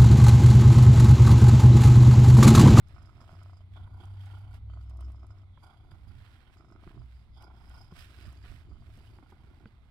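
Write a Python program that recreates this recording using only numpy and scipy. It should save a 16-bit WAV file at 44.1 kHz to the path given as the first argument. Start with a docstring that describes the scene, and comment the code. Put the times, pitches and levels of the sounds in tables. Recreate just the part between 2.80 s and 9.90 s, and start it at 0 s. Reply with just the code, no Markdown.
"""On a sofa indoors, a kitten purrs close to a phone with two microphone ports. Its larynx beats about 26 to 34
times a second: sharp clicks with weaker after-clicks breathing out, longer puffs of air breathing in. They ring the
throat and chest, and the passing air whistles faintly in the nose. Fur and cloth make grainy rustle and short rings;
thin treble snaps, several on purr beats, lie among them. Noise makes the low rumble and hiss of the room, and
drifting tones make its hums."""
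import sys
import numpy as np
from scipy import signal
from scipy.fft import rfft, irfft, next_fast_len
from scipy.io import wavfile
from scipy.ndimage import uniform_filter1d

SR = 44100
rng = np.random.default_rng(int(sys.argv[2]) if len(sys.argv) > 2 else 0)


def magnitude_from_level(level_db):
    """Linear magnitude for a level in decibels (20 dB per decade)."""
    exponent = np.asarray(level_db, float) / 20
    return 10 ** exponent


def transcribe(signal):
    """Save signal, clipped to [-1, 1], as a 16-bit WAV file at the path in sys.argv[1]."""
    frames = np.atleast_2d(signal).T
    limited = np.clip(frames, -1, 1)
    pcm = np.round(limited * 32767).astype(np.int16)
    wavfile.write(sys.argv[1], SR, pcm)


N = 313110
T = np.arange(N) / SR  # seconds
SIZE = next_fast_len(N)
F = np.maximum(np.fft.rfftfreq(SIZE, 1 / SR), 1)  # Hz
LOG_F = np.log(F)


def curve(rows):
    """Columns of a table, drawn as lines over time."""
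    s, *columns = np.transpose(rows)
    return [np.interp(T, s, column) for column in columns]


def over_hz(points):
    """A table of frequency and value, read at every frequency."""
    hz, value = np.transpose(points)
    return np.interp(LOG_F, np.log(hz), value)


def colour(points):
    """Gain of a noise spectrum, silent well outside its ends."""
    return magnitude_from_level(over_hz(points)) * (F > 0.8 * points[0][0]) * (F < 1.2 * points[-1][0])


def modes(rows):
    """Causal resonances, each applied twice so that the valleys stay dark."""
    response = 0
    for k, (hz, width, db) in enumerate(rows):
        resonance = 1 / (1 + 1j * (F - hz ** 2 / F) / (1.37 * width)) ** 2
        response = response + (-1) ** k * magnitude_from_level(db) * resonance
    return response


def walk(rate):
    """Random levels held 1 / rate seconds and smoothed twice; spread near 1."""
    k = int(SR / rate)
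    steps = np.repeat(rng.standard_normal(N // k + 1), k)
    return 1.3 * uniform_filter1d(uniform_filter1d(steps, k), k)[:N]


def swells(times, lengths, heights):
    """Sum of bell-shaped swells that rise faster than they fall."""
    rise_share = 0.55  # rise time as a share of fall time
    total = np.zeros(N)
    for s, length, height in zip(times, lengths, heights):
        age = (T - s) / max(length, 0.003)
        age = np.where(age < 0, age / rise_share, age)
        total += height * np.exp(-age ** 2 / 2)
    return total


def puff(age, length, rise=0.00074, fall=0.0035):
    """A gust of air opens quickly, holds for its length, dies away (all in s)."""
    late = np.clip(age, 0, None)
    return (1 - np.exp(-late / rise)) * np.exp(-np.clip(late - length, 0, None) / fall)


# Left microphone port against the right: pitch_hz [Hz], left_minus_right_db [dB]
PORT_BALANCE = [(60, -2), (110, 1), (200, 0.5), (380, -2.5), (700, -2), (1290, -9), (2380, -14.5),
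                (4400, -14.5), (6200, 3), (8120, -0.5), (11500, -10), (15000, 2)]
# Sound that both ports share: pitch_hz [Hz], common_share [0-1 of power]
PORT_LIKENESS = [(30, .8), (120, .8), (300, .7), (700, .8), (1400, .6), (3000, .5), (8000, .45),
                 (15000, .3)]
# Later arrival at the right port: pitch_hz [Hz], lag_ms [ms]
PORT_LAG = [(60, .2), (300, .13), (900, 0), (1550, .13), (3200, .22), (15000, .19)]


def ports(envelope, response, strike=None):
    """Noise and strikes through a response of unit power; each port hears a shared and an own part of the noise."""
    likeness = over_hz(PORT_LIKENESS)
    left = magnitude_from_level(over_hz(PORT_BALANCE))
    right = np.exp(-2j * np.pi * F * over_hz(PORT_LAG) / 1000)
    sides = np.array([left, right]) * 2 / (1 + left)
    shared, *own = rfft(envelope * rng.standard_normal((3, N)), SIZE)
    both = np.sqrt(likeness) * shared + np.sqrt(1 - likeness) * np.array(own)
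    if strike is not None:
        both = both + rfft(strike, SIZE)
    response = response / np.sqrt(np.mean(np.abs(response) ** 2))
    return irfft(both * sides * response, SIZE)[:, :N]


def whistle(envelope, hz, width=320):
    """A narrow band of air noise, shifted to follow the drifting centre."""
    rest = np.mean(hz)
    noise = ports(envelope, modes([(rest, width, 0)]))
    band = signal.hilbert(noise, SIZE)[:, :N]
    return (band * np.exp(2j * np.pi * np.cumsum(hz - rest) / SR)).real


def hum(rows, waver_db=1.5, lean=0.11):
    """A low tone drifts and wavers, fading at its ends; the ports meet it lean radians apart."""
    hz, db = curve(rows)
    fade = np.clip(np.minimum(T - rows[0][0], rows[-1][0] - T) / 0.04, 0, 1)
    phase = 2 * np.pi * np.cumsum(hz + 0.82 * walk(9)) / SR + lean / 2 * np.array([[1], [-1]])
    return np.sqrt(2) * fade * magnitude_from_level(db + waver_db * walk(12)) * np.sin(phase)


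# Course of the rumble: start_s [s], level_db [relative dB]
RUMBLE = [(0, -51.5), (.3, -47.5), (.45, -49.5), (1.5, -49), (2.3, -47.5), (2.8, -52.5), (3.2, -50.5),
          (3.55, -53), (4.1, -50.5), (4.5, -50.5), (4.9, -50), (5.6, -51), (6.1, -50), (6.5, -50),
          (6.85, -49.5), (7.1, -54.5)]
# Spectrum of the rumble: pitch_hz [Hz], density_db [relative dB per Hz]
RUMBLE_COLOUR = [(8.8, -36), (15, -4.5), (25, 1), (44, -5.5), (59, 3.5), (94, 2), (107, 1), (173, -17),
                 (220, -16.5), (260, -20), (340, -35.5), (570, -120)]
# Swells of the rumble at the right port only: start_s [s, the peak], gain_db [dB], length_s [s]
RIGHT_SWELLS = [(3.139, 8.5, 0.034), (3.295, 9.5, 0.087), (4.193, 15, 0.044), (5.182, 9.5, 0.025),
                (5.468, 15.5, 0.026), (5.715, 13, 0.042), (5.94, 10, 0.044)]
# The higher hum: start_s [s], pitch_hz [Hz], level_db [dB]
HUM_HIGH = [(0.55, 93, -49), (0.82, 93, -49.5), (1.44, 97.9, -42.5), (1.8, 101.5, -46.5),
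            (2.39, 103.2, -52.5), (2.73, 93.4, -53.5), (2.85, 87, -76)]
# The lower hum, one list for each stretch: start_s [s], pitch_hz [Hz], level_db [dB]
HUM_LOW = [
    [(1.3, 63.7, -57), (2.006, 62.98, -43), (2.27, 66.6, -38), (2.462, 63.3, -50.5), (2.55, 66, -52)],
    [(4.15, 61.5, -52), (4.3, 62.87, -53.5), (4.956, 62.96, -50.5), (5.034, 62.1, -63),
     (5.492, 63.3, -52.5), (5.7, 62.3, -55.5)],
]
# Spectrum of the room hiss: pitch_hz [Hz], density_db [relative dB per Hz]
ROOM_COLOUR = [(88, -31), (150, 2.5), (189, -10.5), (346, -9), (490, -17), (709, -13), (1400, -16.5),
               (1770, -43), (2020, -15.5), (2300, -21), (2710, -31), (3490, -22.5), (4850, -34),
               (6000, -38.5), (9950, -40), (15600, -48)]


def room(hiss_db=-70.5):
    """Low rumble, perhaps traffic through the walls, two hums in it, and a steady hiss of noise."""
    rumble = ports(magnitude_from_level(curve(RUMBLE)[0] - 2.5 + 1.8 * walk(8)), colour(RUMBLE_COLOUR))
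    s, gain_db, length = np.transpose(RIGHT_SWELLS)
    rumble[1] *= magnitude_from_level(swells(s, length, gain_db))
    hums = hum(HUM_HIGH) + sum(hum(rows) for rows in HUM_LOW)
    hiss = ports(magnitude_from_level(hiss_db + 0.18 * walk(8.4)), colour(ROOM_COLOUR))
    return rumble + hums + hiss


# Strokes of fur and cloth: start_s [s, the peak], treble_db [relative dB], length_s [s],
# lower_db [relative dB, lower rustle against treble]
STROKES = [(0.12, -82.5, 0.09, 13), (0.445, -83, 0.19, 10), (0.68, -87, 0.028, -1),
           (0.962, -82.5, 0.047, 10), (1.23, -81.5, 0.065, 5), (1.464, -77.5, 0.13, 7.5),
           (1.748, -73, 0.021, 5), (2.022, -80.5, 0.024, -16), (2.102, -79, 0.0065, 3),
           (2.208, -76.5, 0.0067, 2), (2.297, -87, 0.033, 4), (2.574, -92, 0.025, 15),
           (2.857, -91, 0.12, 3), (3.18, -87, .08, 5), (3.454, -80, 0.17, 13), (3.734, -81, 0.022, 7.5),
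           (4.052, -80, 0.069, 13), (4.311, -84, 0.11, 7), (4.623, -71, 0.0066, -8),
           (4.889, -79, 0.17, 5.5), (5.184, -65.5, 0.048, 7), (5.378, -72.5, 0.15, 8.5),
           (5.661, -81, 0.03, 20), (5.723, -75.5, 0.07, 9.5), (6.15, -79, 0.18, 8), (6.5, -82.5, .02, 8),
           (6.686, -89, .2, 13), (7.06, -92.5, .04, 9)]
# Spectrum of the fur: pitch_hz [Hz], density_db [relative dB per Hz]
FUR = [(1470, -9), (2500, 0.5), (3270, -1.5), (4440, -7), (4980, -3), (6810, -13.5), (7640, -6),
       (9460, -13), (11500, -11.5), (15600, -18)]
# Spectrum of the cloth: pitch_hz [Hz], density_db [relative dB per Hz]
CLOTH = [(240, -57), (400, -5), (434, -10), (526, -11), (720, -8.5), (780, -15.5), (1510, -2),
         (4500, -14.5), (5850, -54), (9900, -120)]


def rustle(grain_db=2.5):
    """Fur and cloth slide: grainy hiss whose two ranges flicker on their own, fibres catching in the lower one."""
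    still_treble_db, still_lower_db = -102, -83.5  # relative levels while nothing moves
    crackles_per_s, crackle_db = 82, 23
    s, db, length, lower_db = np.transpose(STROKES)
    treble = magnitude_from_level(still_treble_db) + swells(s, length, magnitude_from_level(db))
    lower = magnitude_from_level(still_lower_db) + swells(s, length, magnitude_from_level(db + lower_db))
    grain = grain_db * np.minimum(rng.exponential(size=N // 128 + 1), 3).repeat(128)[:N]
    fur = ports(treble * magnitude_from_level(grain + 0.88 * walk(25) + 3.0), colour(FUR))
    chance = rng.random((2, N))
    catches = (chance[0] < crackles_per_s / SR) * (2 * chance[1] - 1)
    crackle = catches * lower * magnitude_from_level(crackle_db)
    cloth = ports(lower * magnitude_from_level(grain + 1.37 * walk(70) - 5), colour(CLOTH), crackle)
    return fur + cloth


# Ticks of claws and cloth: start_s [s], level_db [relative dB], centre_hz [Hz],
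# thud_db [relative dB], thud_hz [Hz]
TICKS = [(0.414, -47, 1050, -49.5, 237), (0.528, -50, 654, -46, 154), (1.075, -49, 960, -67, 151),
         (2.775, -48, 1024, -54, 148.3), (3.117, -43.5, 1020, -46.5, 150), (4.075, -48, 1210, -44, 151),
         (5.123, -49, 1070, -40, 159), (5.385, -53, 1490, -66, 152), (5.45, -51.5, 615, -64, 152),
         (5.48, -55, 1187, -56, 180), (5.657, -52, 1430, -54, 168.8), (6.176, -69, 659, -49.5, 221),
         (6.387, -44, 870, -55, 335), (6.522, -48, 940, -52, 375), (6.825, -67, 670, -69, 154),
         (6.857, -39.5, 1520, -42.5, 206)]


def ticks():
    """Each tick is a short wide ring round its centre plus a dull thud; strong ticks ring more briefly."""
    t60_s, hardening = 0.046, 0.88  # ring time at -54.5 dB; dB of it lost for each dB of strength
    ring_partials = ((0.55, 0.17), (1, 0.76), (1.3, 0.47), (1.55, 0.33), (2.0, 0.2))  # (ratio, share)
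    thud_partials = ((0.6, 0.59), (1, 0.6), (2.2, 0.15))
    out = np.zeros((2, N))
    age = np.arange(2048) / SR
    soft = 1 - np.exp(-age / 0.0004)  # the contact is not instant
    for s, db, hz, thud_db, thud_hz in TICKS:
        fall = np.exp(-np.log(1000) * age / (t60_s * magnitude_from_level(-hardening * (db + 54.5))))
        ring = sum(share * np.sin(2 * np.pi * ratio * hz * age) * fall ** ratio
                   for ratio, share in ring_partials)
        thud = sum(share * np.sin(2 * np.pi * ratio * thud_hz * age) for ratio, share in thud_partials)
        thud = magnitude_from_level(thud_db + 5.0) * thud * np.exp(-age / 0.0094)
        i = int(s * SR)
        out[:, i:i + len(age)] += soft * (magnitude_from_level(db + 1.5) * ring * np.array([[0.7], [1.3]]) + thud)
    return out


# Thin treble snaps, several on purr beats: start_s [s], level_db [relative dB], left_minus_right_db [dB]
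SNAPS = [(0.084, -58.5, -12), (0.2275, -62, -5), (0.6316, -55, -2.5), (1.254, -55, -4), (1.458, -55, 1),
         (1.5858, -62, -4), (2.095, -57, -6), (2.17, -58, -6.5), (2.207, -52, -3), (2.319, -60, -3),
         (2.4663, -59.5, -6), (2.845, -64.5, -15), (3.912, -68, 16), (4.622, -55, -2.5), (4.895, -54, 1),
         (5.526, -54, 3), (6.1724, -58, 10), (6.502, -62, 11)]


def snaps():
    """Very short puffs of noise, kept to the treble."""
    out = np.zeros((2, N))
    age = np.arange(2048) / SR
    for s, db, pan_db in SNAPS:
        i = int(s * SR)
        burst = rng.standard_normal((2, len(age))) * puff(age, 0.0011, 0.00079, 0.0022)
        out[:, i:i + len(age)] += magnitude_from_level(db - 2 + np.array([[pan_db], [-pan_db]]) / 2) * burst
    treble = signal.butter(2, (4500, 11500), "band", fs=SR, output="sos")
    return signal.sosfilt(treble, out)


# Stretches of beats breathing out: start_s [s, first beat], end_s [s], first_rate [beats/s],
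# last_rate [beats/s], after_click_db [dB against the click, before scatter]
STRETCHES_OUT = [(.069, .64, 26.9, 27.2, -3), (.658, .83, 27.6, 26.9, -20), (1.897, 2.015, 27.4, 26.2, -11),
                 (2.022, 2.64, 27, 27, -1), (3.768, 4.09, 26.2, 26.1, -12), (4.112, 4.25, 26.5, 26, -2),
                 (5.151, 5.6, 26.6, 26.4, -4), (5.625, 6.1, 25.8, 27.4, -2)]
# Stretches of beats breathing in: start_s [s, first beat], end_s [s], first_rate [beats/s],
# last_rate [beats/s], puff_ms [ms, before scatter]
STRETCHES_IN = [(.956, 1.35, 29, 30.6, 19), (1.361, 1.79, 29, 30.6, 17), (2.822, 3.22, 29.2, 28, 20),
                (3.268, 3.72, 28.6, 28, 9), (4.562, 5.12, 30, 29, 19), (6.172, 6.5, 34.2, 28.2, 11),
                (6.522, 6.85, 26.8, 32.6, 13)]


def stretches():
    """All stretches of breath as (start, end, first rate, last rate, puff ms, after-click dB, inward)."""
    out_puff_ms, in_after_db = 3, -14
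    out = [(*row[:4], out_puff_ms, row[4], 0) for row in STRETCHES_OUT]
    return out + [(*row, in_after_db, 1) for row in STRETCHES_IN]


# Throat level of each stretch of beats breathing out in turn (a breath may hold two stretches):
# level_db [relative dB, mid-stretch]
OUT_DB = [-68, -70.5, -63, -69, -65.5, -71.5, -72, -71]
# Throat level of each stretch of beats breathing in, in turn: level_db [relative dB, mid-stretch]
IN_DB = [-66.5, -65.5, -74, -73, -68, -70, -72]
# Brief rises and dips of throat and breath level: start_s [s, the extreme], gain_db [dB], length_s [s]
RISES_AND_DIPS = [(0.214, 3.5, 0.085), (0.418, 12.5, 0.019), (0.499, 8.5, 0.039), (0.639, 9, 0.084),
                  (0.952, 4, 0.025), (1.214, 10, 0.04), (1.52, 3.5, 0.084), (1.76, -2.5, .02),
                  (1.95, -1, 0.0069), (2.216, 7, 0.033), (2.852, 14, 0.085), (3.118, 10, 0.026),
                  (3.679, 7.5, 0.024), (3.787, 5, 0.013), (3.924, 3, 0.041), (4.14, 4.5, 0.045),
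                  (4.632, 8.5, 0.04), (4.932, 9, 0.067), (5.117, 5, .02), (6.87, 27, 0.019)]


def effort():
    """Throat level in dB, sagging in each stretch, raised or lowered by brief swells; share of breathing in."""
    sag_db_per_s = (2.5, 6.5)  # out, in
    pause_db = -80.0  # air between stretches
    ease_s, turn_s = 0.03, 0.092  # time in which effort settles; in which the airflow reverses
    db, inward_share = np.full(N, pause_db), np.full(N, 0.5)
    for (start, end, *_, inward), level_db in zip(stretches(), OUT_DB + IN_DB):
        on = (T >= start - ease_s) & (T < end)
        db[on] = level_db - sag_db_per_s[inward] * (T[on] - (start + end) / 2)
        inward_share[on] = inward
    s, gain_db, length = np.transpose(RISES_AND_DIPS)
    settled_db = uniform_filter1d(db, int(ease_s * SR))
    return settled_db + swells(s, length, gain_db), uniform_filter1d(inward_share, int(turn_s * SR))


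def larynx(scatter_db=2.5, after_scatter_db=4.5, leak_db=-18):
    """Air let through by each beat (rows: out, in), the slaps of the folds, and the air that follows."""
    beats, air, slaps = np.zeros((2, N)), np.zeros(N), np.zeros(N)
    for start, end, rate0, rate1, ms, after_db, inward in stretches():
        on = (T >= start) & (T < end)
        age = T[on] - start
        turns = (rate0 + (rate1 - rate0) * age / (end - start) / 2) * age
        period = 2 / (rate0 + rate1)
        # eight random numbers for each beat
        chance = np.clip(rng.standard_normal((40, 8)), -2, 2)[turns.astype(int)].T
        into = turns % 1 * period
        # the folds touch once hard, then twice more weakly later in the cycle: (age, size, length)
        touches = [(into - 0.00048 * np.abs(chance[1]), magnitude_from_level(scatter_db * chance[0]),
                    ms / 1000 * magnitude_from_level(chance[2]))]
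        for k, at in enumerate((0.45, 0.7)):
            when = into - (at + 0.0494 * chance[5 + k]) * period
            touches.append((when, magnitude_from_level(after_db + after_scatter_db * chance[3 + k]), 0.002))
        beat = sum(size * puff(when, length) for when, size, length in touches) + magnitude_from_level(leak_db)
        beats[inward, on] = beat / np.sqrt(np.mean(beat ** 2))
        slap = sum(size * puff(when, 0, 0.00005, 0.0001) for when, size, _ in touches)
        slaps[on] = (1 - inward) * slap / np.sqrt(np.mean(slap ** 2))  # only breathing out
        gust = magnitude_from_level(3.9 * chance[7]) * puff(into - 0.23 * inward * period, 0.0016, 0.0019, 0.011) + 0.34
        air[on] = gust / np.sqrt(np.mean(gust ** 2))
    air[air == 0] = 0.39  # between stretches
    return beats, slaps, air


# Resonances of the throat breathing out: pitch_hz [Hz], width_hz [Hz, roughly], level_db [relative dB]
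THROAT_OUT = [(672, 125, 1.5), (1048, 213, -2), (1286, 94, 5.5), (1460, 118, -0.5), (2270, 490, -10)]
# Resonances of the throat breathing in: pitch_hz [Hz], width_hz [Hz, roughly], level_db [relative dB]
THROAT_IN = [(749, 220, 4), (1050, 340, -2), (1430, 119, 4), (2260, 210, -9.5)]


def throat(out, inward, slaps, throat_db, slap_db=-10, deep_db=-4, bright_db=-4.5):
    """Puffs and slaps ring the throat, which changes shape: one slap rings deeper, the next brighter."""
    sound = ports(inward * magnitude_from_level(throat_db), modes(THROAT_IN))
    for rows, db in ((THROAT_OUT[:2], deep_db), (THROAT_OUT[2:], bright_db)):
        gain = magnitude_from_level(throat_db + db) * magnitude_from_level(3.5 * walk(45))
        sound += ports(out * gain, modes(rows), slaps * gain * magnitude_from_level(slap_db))
    return sound


# Resonances of the chest: pitch_hz [Hz], width_hz [Hz, roughly], level_db [relative dB]
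CHEST = [(201, 116, -3.5), (336, 82, 0), (431, 145, -17)]


def chest(out, inward, slaps, db):
    """The chest thumps as the folds tense, a moment before they slap."""
    lead = -int(0.008 * SR)
    gain = magnitude_from_level(db - 9 + 3.46 * walk(30))
    thumps = np.roll(slaps, lead) * magnitude_from_level(-3)
    flow = np.roll(out, lead) + 1.82 * inward + 0.11
    return ports(flow * gain, modes(CHEST), thumps * gain)


# The lower nose whistle: pitch_hz [Hz, before its glide], width_hz [Hz, roughly], level_db [unused]
NOSE_LOW = [(3202, 313, 0)]
# Flares of the low whistle as air is drawn in: start_s [s, the peak], level_db [dB]
SNIFFS = [(0.951, -79), (2.76, -75), (3.1, -98), (4.558, -74)]


def low_whistle(air, db):
    """Air whistles low in the nose, flaring and raised in pitch at each sniff, then sinking."""
    sniff_length_s, up_hz, sink_hz_per_s, sink_s = 0.03, 170, 400, 0.8
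    s, sniff_db = np.transpose(SNIFFS)
    latest = np.r_[0, s][np.searchsorted(s - 2 * sniff_length_s, T)]
    since = np.minimum(T - latest, sink_s)
    hz, width, _ = NOSE_LOW[0]
    envelope = air * magnitude_from_level(db) + swells(s, sniff_length_s + 0 * s, magnitude_from_level(sniff_db))
    return whistle(envelope, hz + up_hz - sink_hz_per_s * since, width)


# Highest resonances of the nose: pitch_hz [Hz], width_hz [Hz, roughly], level_db [relative dB]
NOSE_HIGH = [(6530, 300, 3), (7520, 470, 3.5), (9780, 580, -0.5), (12400, 990, -6)]
# How squarely the nose points at the phone: start_s [s], gain_db [relative dB, highest whistles]
AIM = [(0, 2), (.7, -0.5), (1, 6.5), (1.7, 5.5), (2.2, 1), (2.9, 4), (3.5, 3), (4.2, 1), (4.65, -3.5),
       (5, -5), (5.6, 1), (6.1, 2.5), (7.1, -4)]


def nose(high_air, inward_share, nose_db=-8):
    """Passing air rings the nose lower breathing out, higher breathing in."""
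    lower = ports(high_air * (1 - 0.38 * inward_share), modes(NOSE_HIGH[:2]))
    higher = ports(high_air * (0.39 + 0.51 * inward_share), modes(NOSE_HIGH[2:]))
    return magnitude_from_level(nose_db - 0.5 + curve(AIM)[0]) * (lower + higher)


# The kitten turns and shifts: start_s [s], chest_db, low_whistle_db, high_whistle_db
# [each relative dB, added to the throat level], high_whistle_hz [Hz]
POSTURE = [(0, -2, -22, -17, 5097), (.4, -5.5, -20, -13, 5072), (.77, -14, -19, -14.5, 4955),
           (.93, -3.5, -4.5, -18.5, 4684), (1.22, -4.5, -17, -21, 4740), (1.38, -1, -6.5, -15, 4754),
           (1.5, -8.5, -10.5, -19.5, 4750), (1.9, -13, -14, -14.5, 4556), (2.0, -11, -18, -16, 4554),
           (2.07, 2.5, -16, -12.5, 5174), (2.6, -3, -20, -17, 5110), (2.75, -3, -15.5, -13, 4788),
           (3.3, 4, -10.5, -14.5, 4830), (3.6, 0.5, -4, -18, 4760), (3.9, 3.5, -36, -17.5, 5147),
           (4.1, 11, -22, -27.5, 5014), (4.35, 1, -13, 5, 4797), (4.7, 0, -16.5, -13, 5017),
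           (5.0, -2.5, -14, -9, 5040), (5.22, -3.5, -15, -1.5, 5073), (5.4, 7.5, -11, -2, 4898),
           (5.8, 2, -14.5, -12, 4775), (6.2, 8.5, -9.5, -13, 4817), (6.7, 7, -18, -15, 4750),
           (7.1, 13, -16, -20, 4663)]


def kitten():
    """One larynx drives throat, chest and nose, whose balance shifts as the kitten moves."""
    throat_db, inward_share = effort()
    chest_db, low_db, high_db, high_hz = curve(POSTURE)
    (out, inward), slaps, air = larynx()
    out = out * magnitude_from_level(-8)
    purr = throat(out, inward, slaps, throat_db) + chest(out, inward, slaps, throat_db + chest_db)
    low = low_whistle(air, throat_db + low_db + 2.7 * walk(40))
    high_air = air * magnitude_from_level(throat_db + high_db + 4.0 * walk(30))
    return purr + low + nose(high_air, inward_share) + whistle(high_air, high_hz)


def scene():
    """Kitten, rustle, ticks, snaps and room at the two ports."""
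    return kitten() + rustle() + ticks() + snaps() + room()


def band_limit(x):
    """A steep low-pass at the top of the band."""
    return signal.sosfilt(signal.butter(12, 15700, fs=SR, output="sos"), x)


def record(dry):
    """The phone takes the finished mix of its two ports."""
    return band_limit(dry)


dry = scene()
out = record(dry)
transcribe(out)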